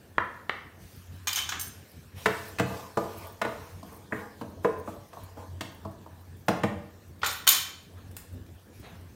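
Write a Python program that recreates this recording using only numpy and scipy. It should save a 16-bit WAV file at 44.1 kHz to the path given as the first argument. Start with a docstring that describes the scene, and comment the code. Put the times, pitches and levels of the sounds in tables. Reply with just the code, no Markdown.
"""Stirring onions in a home kitchen

A wooden spoon, lifted off two steel ones in a plastic rest, stirs a coated pan on a gas stove, is knocked
on the rim and laid back; a bowl is set on a stone counter first. Contacts ring decaying modes under noise
cracks; drags are noise through the pan's resonances. Patchy noise makes the hiss of frying and scraping,
soft rustle and low rumble. Noise tails give the hard-walled room; one microphone listens from a step away."""
import sys
import numpy as np
from scipy import signal
from scipy.fft import rfft, irfft, next_fast_len
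from scipy.io import wavfile
from scipy.ndimage import uniform_filter1d, map_coordinates

SR = 44100
rng = np.random.default_rng(int(sys.argv[2]) if len(sys.argv) > 2 else 0)


def wrap_up_sound(samples):
    """Save the sound to the file named by the first command line argument, as 16-bit audio."""
    columns = np.atleast_2d(samples).T
    # keep every value between -1 and 1, then stretch to whole-number steps
    tamed = np.clip(columns, -1, 1)
    steps = np.round(tamed * 32767).astype(np.int16)
    wavfile.write(sys.argv[1], SR, steps)


def natural_amplitude(level_db):
    """Convert a level in decibels to a linear amplitude factor, elementwise."""
    exponent = np.asarray(level_db, float) / 20
    return 10 ** exponent


N = 403515  # samples

# resonances of the coated pan: f/Hz, level/dB, t60/s
PAN_MODES = [(95, -4, .25), (125, -4, .25), (185, -3, .18), (215, 4, .13), (275, -5, .18), (321, -3, .22),
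             (433, 7, .13), (477, 7, .12), (585, -6, .15), (649, -5, .15), (685, -4, .07), (845, -5, .07),
             (975, -6, .06), (1055, -4, .06), (1210, -4, .05), (1460, -4, .04), (1720, -1, .03),
             (2020, -9, .03), (2565, -11, .08), (3400, -12, .02), (3900, -12, .08), (7000, -13, .06)]
# strokes of the spoon through the onions: start t/s, length/s, scrape hiss level/dB, drag level/dB
STIR_STROKES = [(2.145, 0.33, -50, -58), (2.64, 0.17, -51.5, -52), (2.954, 0.28, -53.5, -54),
                (3.192, 0.034, -58, -48), (3.426, 0.28, -57, -58), (3.823, 0.13, -59.5, -56.5),
                (4.1, 0.1, -56.5, -47), (4.364, 0.049, -61.5, -79), (4.61, 0.042, -58, -48),
                (4.846, 0.047, -56.5, -66), (5.102, 0.14, -61, -59), (5.35, 0.061, -60.5, -56.5),
                (5.625, 0.19, -68, -60.5)]
STROKE_RISE_S = 0.039


def unit(x):
    """Scaled to rms 1."""
    return x / np.sqrt(np.mean(x ** 2) + 1e-20)


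def along(points, hz):
    """(Hz, value) points read off on a log frequency axis."""
    f, v = np.transpose(points)
    return np.interp(np.log(hz + 1), np.log(f + 1), v)


def wobble(rate):
    """A smooth random curve, rate knots a second."""
    knots = rng.standard_normal(int(N * rate / SR) + 4)
    return map_coordinates(knots, [np.arange(N) * rate / SR])


def filtered(x, response):
    """x times a response of frequency."""
    m = next_fast_len(len(x) + 4096)
    return irfft(rfft(x, m) * response(np.fft.rfftfreq(m, 1 / SR)), m)[:len(x)]


def noise(spectrum, patchy_db):
    """Coloured noise of rms 1 with patches of random gain in time and frequency."""
    z = signal.stft(rng.standard_normal(N + SR), nperseg=512)[2]
    field = uniform_filter1d(rng.standard_normal(z.shape), size=6, axis=0)
    field = uniform_filter1d(field, size=10, axis=1)
    x = signal.istft(z * natural_amplitude(patchy_db * unit(field)), nperseg=512)[1][:N]
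    # close the spectrum beyond both ends
    shut = [(spectrum[0][0] * .7, -120)] + list(spectrum) + [(spectrum[-1][0] * 1.2, -120)]
    return unit(filtered(x, lambda hz: natural_amplitude(along(shut, hz))))


def swells(rows, rise_s, dies_s):
    """Gain per sample: each (start s, length s, dB) row rises, holds to its length, then dies with t60 dies_s."""
    t = np.arange(N) / SR
    power = np.zeros(N)
    for s, length, db in rows:
        rise = np.clip((t - s) / rise_s, 0, 1) ** 2
        power += natural_amplitude(2 * db - 120 * np.maximum(t - s - length, 0) / dies_s) * rise
    return np.sqrt(power)


def struck(hits, modes, colour, ring_db, crack_db, crack_s, rise_s, loose):
    """Each contact rings decaying modes at fresh strengths under a noise crack; colour tilts both, in dB."""
    out, t = np.zeros(N + SR), np.arange(SR // 3) / SR
    hz, db, t60 = np.transpose(modes)[:, :, None]
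    for s, level_db, *tilt in hits:
        shape = colour(*tilt)
        strength_db = db + along(shape, hz) + rng.normal(0, 2, hz.shape)
        size = natural_amplitude(strength_db - 60 * t / np.abs(t60))
        pitch = hz * (1 + loose * rng.standard_normal(hz.shape))  # the grip shifts each mode a little
        swell = 1 - np.exp(-t * hz / 1.97)  # each mode takes a cycle or two to build
        side = (-1) ** np.arange(len(hz))[:, None]  # neighbours start in opposite senses: close pairs swell first
        ring = (side * size * swell * np.sin(2 * np.pi * pitch * t)).sum(axis=0)
        burst = rng.standard_normal(len(t)) * natural_amplitude(-60 * t / crack_s)
        crack = filtered(burst, lambda f: natural_amplitude(along(shape, f)) * np.sqrt(1000 / (f + 600)))
        sound = natural_amplitude(ring_db) * ring + natural_amplitude(crack_db) * crack
        out[round(s * SR):][:len(t)] += natural_amplitude(level_db) * sound * (1 - np.exp(-t / rise_s))
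    return out[:N]


def pan_knocks():
    """Wood on coated metal rings stove, pan floor and rim; the floor rings relatively more under strong blows."""
    # wooden spoon on the pan: t/s, level/dB, stove thud level/dB, wood level/dB, rim level/dB
    pan_hits = [(2.2573, -16.5, -12, -3.5, -19), (2.585, -34.5, -1.5, 3, -7), (2.596, -21, -2, -6, -18),
                (2.971, -18, -10.5, -22.5, -26.5), (3.415, -22.5, -12.5, -5, -19),
                (3.449, -21.5, -11, -13, -29), (3.828, -38, -4.5, -50, -18), (4.1225, -25.5, -6, 0, -56),
                (4.412, -27.5, -7, -26, -29), (4.646, -15.5, -15, -18, -35.5),
                (4.875, -25.5, -10.5, -31, -53), (5.13, -37, -30, -24, -23.5),
                (5.169, -37.5, -30, -33, -47), (5.371, -34.5, -10, -32, -34), (5.608, -32, -4.5, -3, -9),
                (5.85, -30.5, -7, -36, -30.5), (6.06, -40.5, -9, -37, -32)]
    # the spoon knocked clean on the rim: t/s, level/dB, stove thud level/dB, wood level/dB, rim level/dB
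    rim_knocks = [(6.4821, -13, -9, -16.5, -22.5), (6.634, -17, -5, -12.5, -25.5)]

    def colour(thud, floor, wood, rim):
        return [(45, thud - 20), (100, thud + 4), (330, thud + 4), (420, floor + 8), (490, floor + 8),
                (600, 0.016), (1100, 0.14), (1900, wood + 8), (4500, rim + 8), (14000, rim + 2)]

    floor_db, floor_grows = 0.5, 0.81  # dB for a hit of level 0 dB, dB per dB of hit level
    floor_from_rim_db = -19.5  # what reaches the pan floor from the rim
    hits = [(s, db, thud, floor_db + floor_grows * db, wood, rim) for s, db, thud, wood, rim in pan_hits]
    hits += [(s, db, thud, floor_from_rim_db, wood, rim) for s, db, thud, wood, rim in rim_knocks]
    return struck(hits, PAN_MODES, colour, ring_db=-7, crack_db=14, crack_s=.045, rise_s=0.0017, loose=0.0074)


def stirring():
    """Uneven friction feeds the pan's resonances, damped by the food to a common 70 Hz width."""
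    slips = rng.standard_normal(N) * natural_amplitude(4 * wobble(60) + 2.5 * wobble(17))

    def body(f):
        total = 0
        for k, (centre, db, _) in enumerate(PAN_MODES):
            damping = 1j * f * 70
            total = total + (-1) ** k * natural_amplitude(db) * damping / (centre * centre - f * f + damping)
        return total

    tilt = [(100, -16.0), (220, -13.0), (600, 14.5), (1000, 16.5), (1500, 2), (4000, -70)]  # Hz, dB
    drag_rows = [(s, length, db) for s, length, _, db in STIR_STROKES]
    drag = swells(drag_rows, STROKE_RISE_S, dies_s=0.43)
    return drag * unit(filtered(slips, lambda f: body(f) * natural_amplitude(along(tilt, f))))


def sizzle():
    """A fine flickering hiss, swelling with each scrape; about six times a second a tick in the treble."""
    # colour of the hiss: f/Hz, level/dB per Hz
    fry = [(300, -16), (1000, -3), (2500, -0.5), (4700, -3), (5700, -2.5), (7600, -5.5), (8300, -5),
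           (12000, -3.5), (15600, -4.5)]
    # the hiss swells by itself: start t/s, length/s, level/dB
    lone_swells = [(0.78, 0.2, -58.5), (1.086, 0.93, -63), (8.713, 0.15, -62)]
    crackle = natural_amplitude(0.33 * wobble(670) + 0.25 * wobble(15))
    ticks = np.zeros(N)
    drops = rng.random((int(6 * N / SR), 2))  # when, how strong
    ticks[(drops[:, 0] * N).astype(int)] = natural_amplitude(9.3 * drops[:, 1])
    decay = natural_amplitude(-60 * np.arange(SR // 10) / SR / 0.069)  # t60 in s
    puffs = signal.fftconvolve(ticks, decay)[:N]
    treble = noise([(8000, -12), (11000, 0), (14000, -1), (15800, 0)], patchy_db=5)
    scrapes = [(s, length, db) for s, length, db, _ in STIR_STROKES]  # the spoon's scrape hisses with each stroke
    alone_db = -65  # the pan left alone
    strength = np.hypot(natural_amplitude(alone_db), swells(scrapes + lone_swells, STROKE_RISE_S, dies_s=0.85))
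    hiss = unit(crackle * noise(fry, patchy_db=2.6))
    return strength * (hiss + natural_amplitude(-1) * puffs * treble)


def spits():
    """Drops of water bursting in the oil: two short treble modes under a noise crack."""
    # oil spitting: t/s, level/dB, low level/dB
    spit_hits = [(7.9803, -57.5, -20), (8.113, -49.5, -16), (8.1665, -31.5, -15), (8.4632, -58, -7),
                 (8.954, -67, -4), (9.0104, -54.5, -18)]
    # modes of a drop: f/Hz, level/dB, t60/s
    drop_modes = [(9650, 0.026, 0.014), (13400, 0.0097, 0.013)]

    def colour(low):
        return [(500, low - 8), (2000, low + 8), (6000, low + 5), (9000, 0.0045)]

    return struck(spit_hits, drop_modes, colour, ring_db=-12, crack_db=12, crack_s=.03, rise_s=.0003, loose=.03)


def rattles():
    """The big spoon rocks on in quick contacts with uneven gaps and uneven strength."""
    # bouts of rocking: start t/s, length/s, level/dB, loudest near f/Hz
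    bouts = [(1.342, 0.011, -31, 5000), (1.363, 0.028, -20, 3100), (7.239, .03, -22, 3950),
             (7.271, .04, -31.5, 5480), (7.497, .05, -19.5, 5460)]
    gap_s, low_db, treble_db = .007, -10, -15  # mean time between contacts, then their colour
    rows = []
    for start, length, db, hz in bouts:
        count = int(np.ceil(length / gap_s))
        when, weak = rng.random((12, 2))[:count].T
        times = start + gap_s * (np.arange(count) + 0.96 * when)
        rows += [(s, db - 6 * w, low_db, treble_db, hz) for s, w in zip(times, weak)]
    return rows


def steel(knock, treble, struck_hz):
    """Colour of one jolt: plastic below, steel above, modes nearest the struck part louder."""
    hz = np.geomspace(400, 16000, 60)
    points = [(450, knock - 12), (1100, knock + 9), (2600, 0.65), (7000, 0.85),
              (9500, treble + 9), (16000, treble + 9)]
    lift_db, width_octaves = 6.5, 0.12
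    lift = lift_db * np.exp(-(np.log2(hz / struck_hz) / width_octaves) ** 2)
    return np.transpose([hz, along(points, hz) + lift])


def big_spoon():
    """The large steel spoon clatters in its plastic rest, in single jolts and rattles."""
    # jolts in the rest: t/s, level/dB, low level/dB, treble level/dB, loudest near f/Hz
    jolts = [(1.2713, -18, -9, -12, 6400), (1.2790, -21, -11, -8, 6400), (1.2900, -22.5, -10.5, -23, 3700),
             (1.3290, -20.5, -22, -7.5, 5000), (1.3578, -18.5, -28, -10, 6400), (1.49, -21, -8, -15, 6000),
             (7.263, -31.5, -6, 5.5, 7200), (7.4684, -19, -3.5, -6.5, 1380), (7.4749, -5, -11, -7, 3700),
             (7.4884, -8, -34.5, -1, 6800), (7.563, -24, -25, -4, 7000), (7.582, -27.5, -33, -9, 7000)]
    # modes of the large spoon: f/Hz, level/dB, t60/s
    big_modes = [(1080, -5, .05), (1250, -6.5, .04), (1510, -5, 0.034), (2354, -4, 0.074),
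                 (2480, -4, 0.053), (3100, 3.5, 0.063), (3480, -1.5, 0.058), (3630, -2, .04),
                 (3700, -4, 0.062), (4016, -1.5, .04), (4410, -4.5, 0.065), (4700, -15, 0.062),
                 (5270, -9, 0.045), (5560, -6.5, 0.077), (5840, -9.5, 0.048), (6400, 2.5, 0.037),
                 (6950, 0.5, .045), (7100, -1.5, .045), (8000, -13.5, .04), (8900, -1.5, 0.053),
                 (9500, -4, 0.073), (11900, 1.5, 0.07), (13040, -2, .08), (13275, -4.5, .06),
                 (13900, -1, 0.069), (14225, -5, .06), (15400, -6.5, .07), (15340, -6.5, 0.046)]
    return struck(jolts + rattles(), big_modes, steel,
                  ring_db=-18, crack_db=7, crack_s=0.028, rise_s=0.0014, loose=0.0038)


def small_spoon():
    """The small steel spoon rings free: longer, higher modes with hardly any shift in pitch."""
    # chimes: t/s, level/dB, low level/dB
    chimes = [(1.5949, -26, -3), (1.6094, -26, -3), (7.3113, -31, -6), (7.3274, -32.5, -17)]
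    # modes of the small spoon: f/Hz, level/dB, t60/s
    small_modes = [(4030, -13, .06), (4500, -11, .07), (6277, -7, .1), (7150, -12, .05), (8710, 0, .09),
                   (11290, 0, .15), (12970, -8, .18), (13920, -5, .1), (15170, -8, .14), (15410, 0, .11)]

    def colour(low):
        return [(600, low - 25), (3000, low - 5), (6300, low + 8), (8500, 0.0038)]

    return struck(chimes, small_modes, colour,
                  ring_db=-9.5, crack_db=6.5, crack_s=0.035, rise_s=0.0014, loose=0.00041)


def rest_clacks():
    """The plastic rest clacks under the wooden spoon: a few short modes and a crack."""
    # wooden spoon on the rest: t/s, level/dB, high level/dB
    clacks = [(1.521, -21, -12), (7.217, -35, -6), (7.2315, -13, -17)]
    # modes of the rest: f/Hz, level/dB, t60/s
    rest_modes = [(1110, -4, 0.03), (1290, -2, 0.03), (1450, -3, 0.025), (1618, 0, 0.025)]

    def colour(high):
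        return [(400, -19.5), (1000, -3.0), (1700, -3.5), (3500, high + 6), (10000, high - 12)]

    return struck(clacks, rest_modes, colour,
                  ring_db=-5.5, crack_db=8.5, crack_s=0.069, rise_s=0.00039, loose=0.032)


def bowl():
    """Glazed clay on stone, damped by the hands: a dry tick."""
    # bowl touching the counter: t/s, level/dB, low level/dB, high level/dB
    bowl_hits = [(0.182, -11, -14.5, -32), (0.4947, -12.5, -16.5, -21.5)]
    # modes of the bowl: f/Hz, level/dB, t60/s
    bowl_modes = [(900, -5, 0.026), (1130, -15, 0.031), (1360, -6, .022), (1662, -1, 0.035),
                  (2380, 4, 0.025)]

    def colour(low, high):
        return [(150, low - 8), (500, low + 5), (1100, 0.0039), (1600, 0.0093),
                (3300, high + 11), (4800, high - 12), (9000, high - 19)]

    return struck(bowl_hits, bowl_modes, colour,
                  ring_db=-11.5, crack_db=16, crack_s=0.015, rise_s=0.00024, loose=0.026)


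def rustle():
    """Soft rustle near the counter: patchy mid-range noise in two brief swells."""
    # rustles: start t/s, length/s, level/dB
    rustle_rows = [(7.95, 0.044, -59.5), (8.82, 0.037, -51.5)]
    # colour of the rustle: f/Hz, level/dB per Hz
    cloth = [(150, -9.5), (500, 5), (1500, -2.5), (4000, -7), (7000, -38)]
    return swells(rustle_rows, rise_s=0.023, dies_s=0.8) * noise(cloth, patchy_db=2.5)


def hush():
    """Room rumble and gas flame: steady low noise, its level barely wavering."""
    # colour of the rumble: f/Hz, level/dB per Hz
    rumble = [(25, 1), (55, -7), (75, -6.5), (90, 7), (110, -9.5), (135, -8), (220, -10.5), (400, -16.5),
              (700, -22), (1300, -31), (1750, -26), (2600, -57.5), (6000, -63)]
    return natural_amplitude(-50 + 0.079 * wobble(1.5)) * noise(rumble, patchy_db=3.0)


def kitchen(x):
    """Tiled walls: a dense decaying noise tail, drawn afresh for each quarter second of sound."""
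    # decay of the room: f/Hz, t60/s
    room_decay = [(100, .55), (1000, .6), (3500, .56), (7000, .46), (12000, .34)]
    out, step, tail_n = np.zeros(N + 2 * SR), SR // 4, SR * 2 // 3
    for a in range(0, N, step):
        hz, t, z = signal.stft(rng.standard_normal(tail_n), SR, nperseg=256)
        decay = natural_amplitude(-60 * t / along(room_decay, hz)[:, None])
        tail = signal.istft(z * decay, SR, nperseg=256)[1]
        wet = signal.fftconvolve(x[a:a + step], tail / np.linalg.norm(tail))
        out[a + 200:][:len(wet)] += wet  # first wall, 1.5 m further
    return out[:N]


def scene():
    """Near contacts and their room, over the hiss, the rumble and the rustle."""
    dish, pan = bowl(), pan_knocks()
    others = big_spoon() + small_spoon() + rest_clacks() + spits() + stirring()
    # room sends in dB: the bowl stands nearer the microphone, the pan radiates toward it
    room = kitchen(natural_amplitude(-5.5) * dish + natural_amplitude(-5) * pan + natural_amplitude(-2) * others)
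    return (dish + pan + others + room + sizzle() + hush() + rustle())[None]


def roll_off(x):
    """The treble ends steeply here."""
    return signal.sosfilt(signal.butter(12, 16850, fs=SR, output="sos"), x)


def record(dry):
    """The microphone's bass cut and housing notch, with nothing passed from 15.9 kHz up."""
    # response of the microphone: f/Hz, level/dB
    port = [(20, -38), (60, 2.5), (9300, 1), (10400, -4), (11300, -0.5)]
    mix = filtered(dry[0], lambda hz: natural_amplitude(along(port, hz)) * (hz < 15900))[None]
    return roll_off(mix)


dry = scene()
out = record(dry)
wrap_up_sound(out)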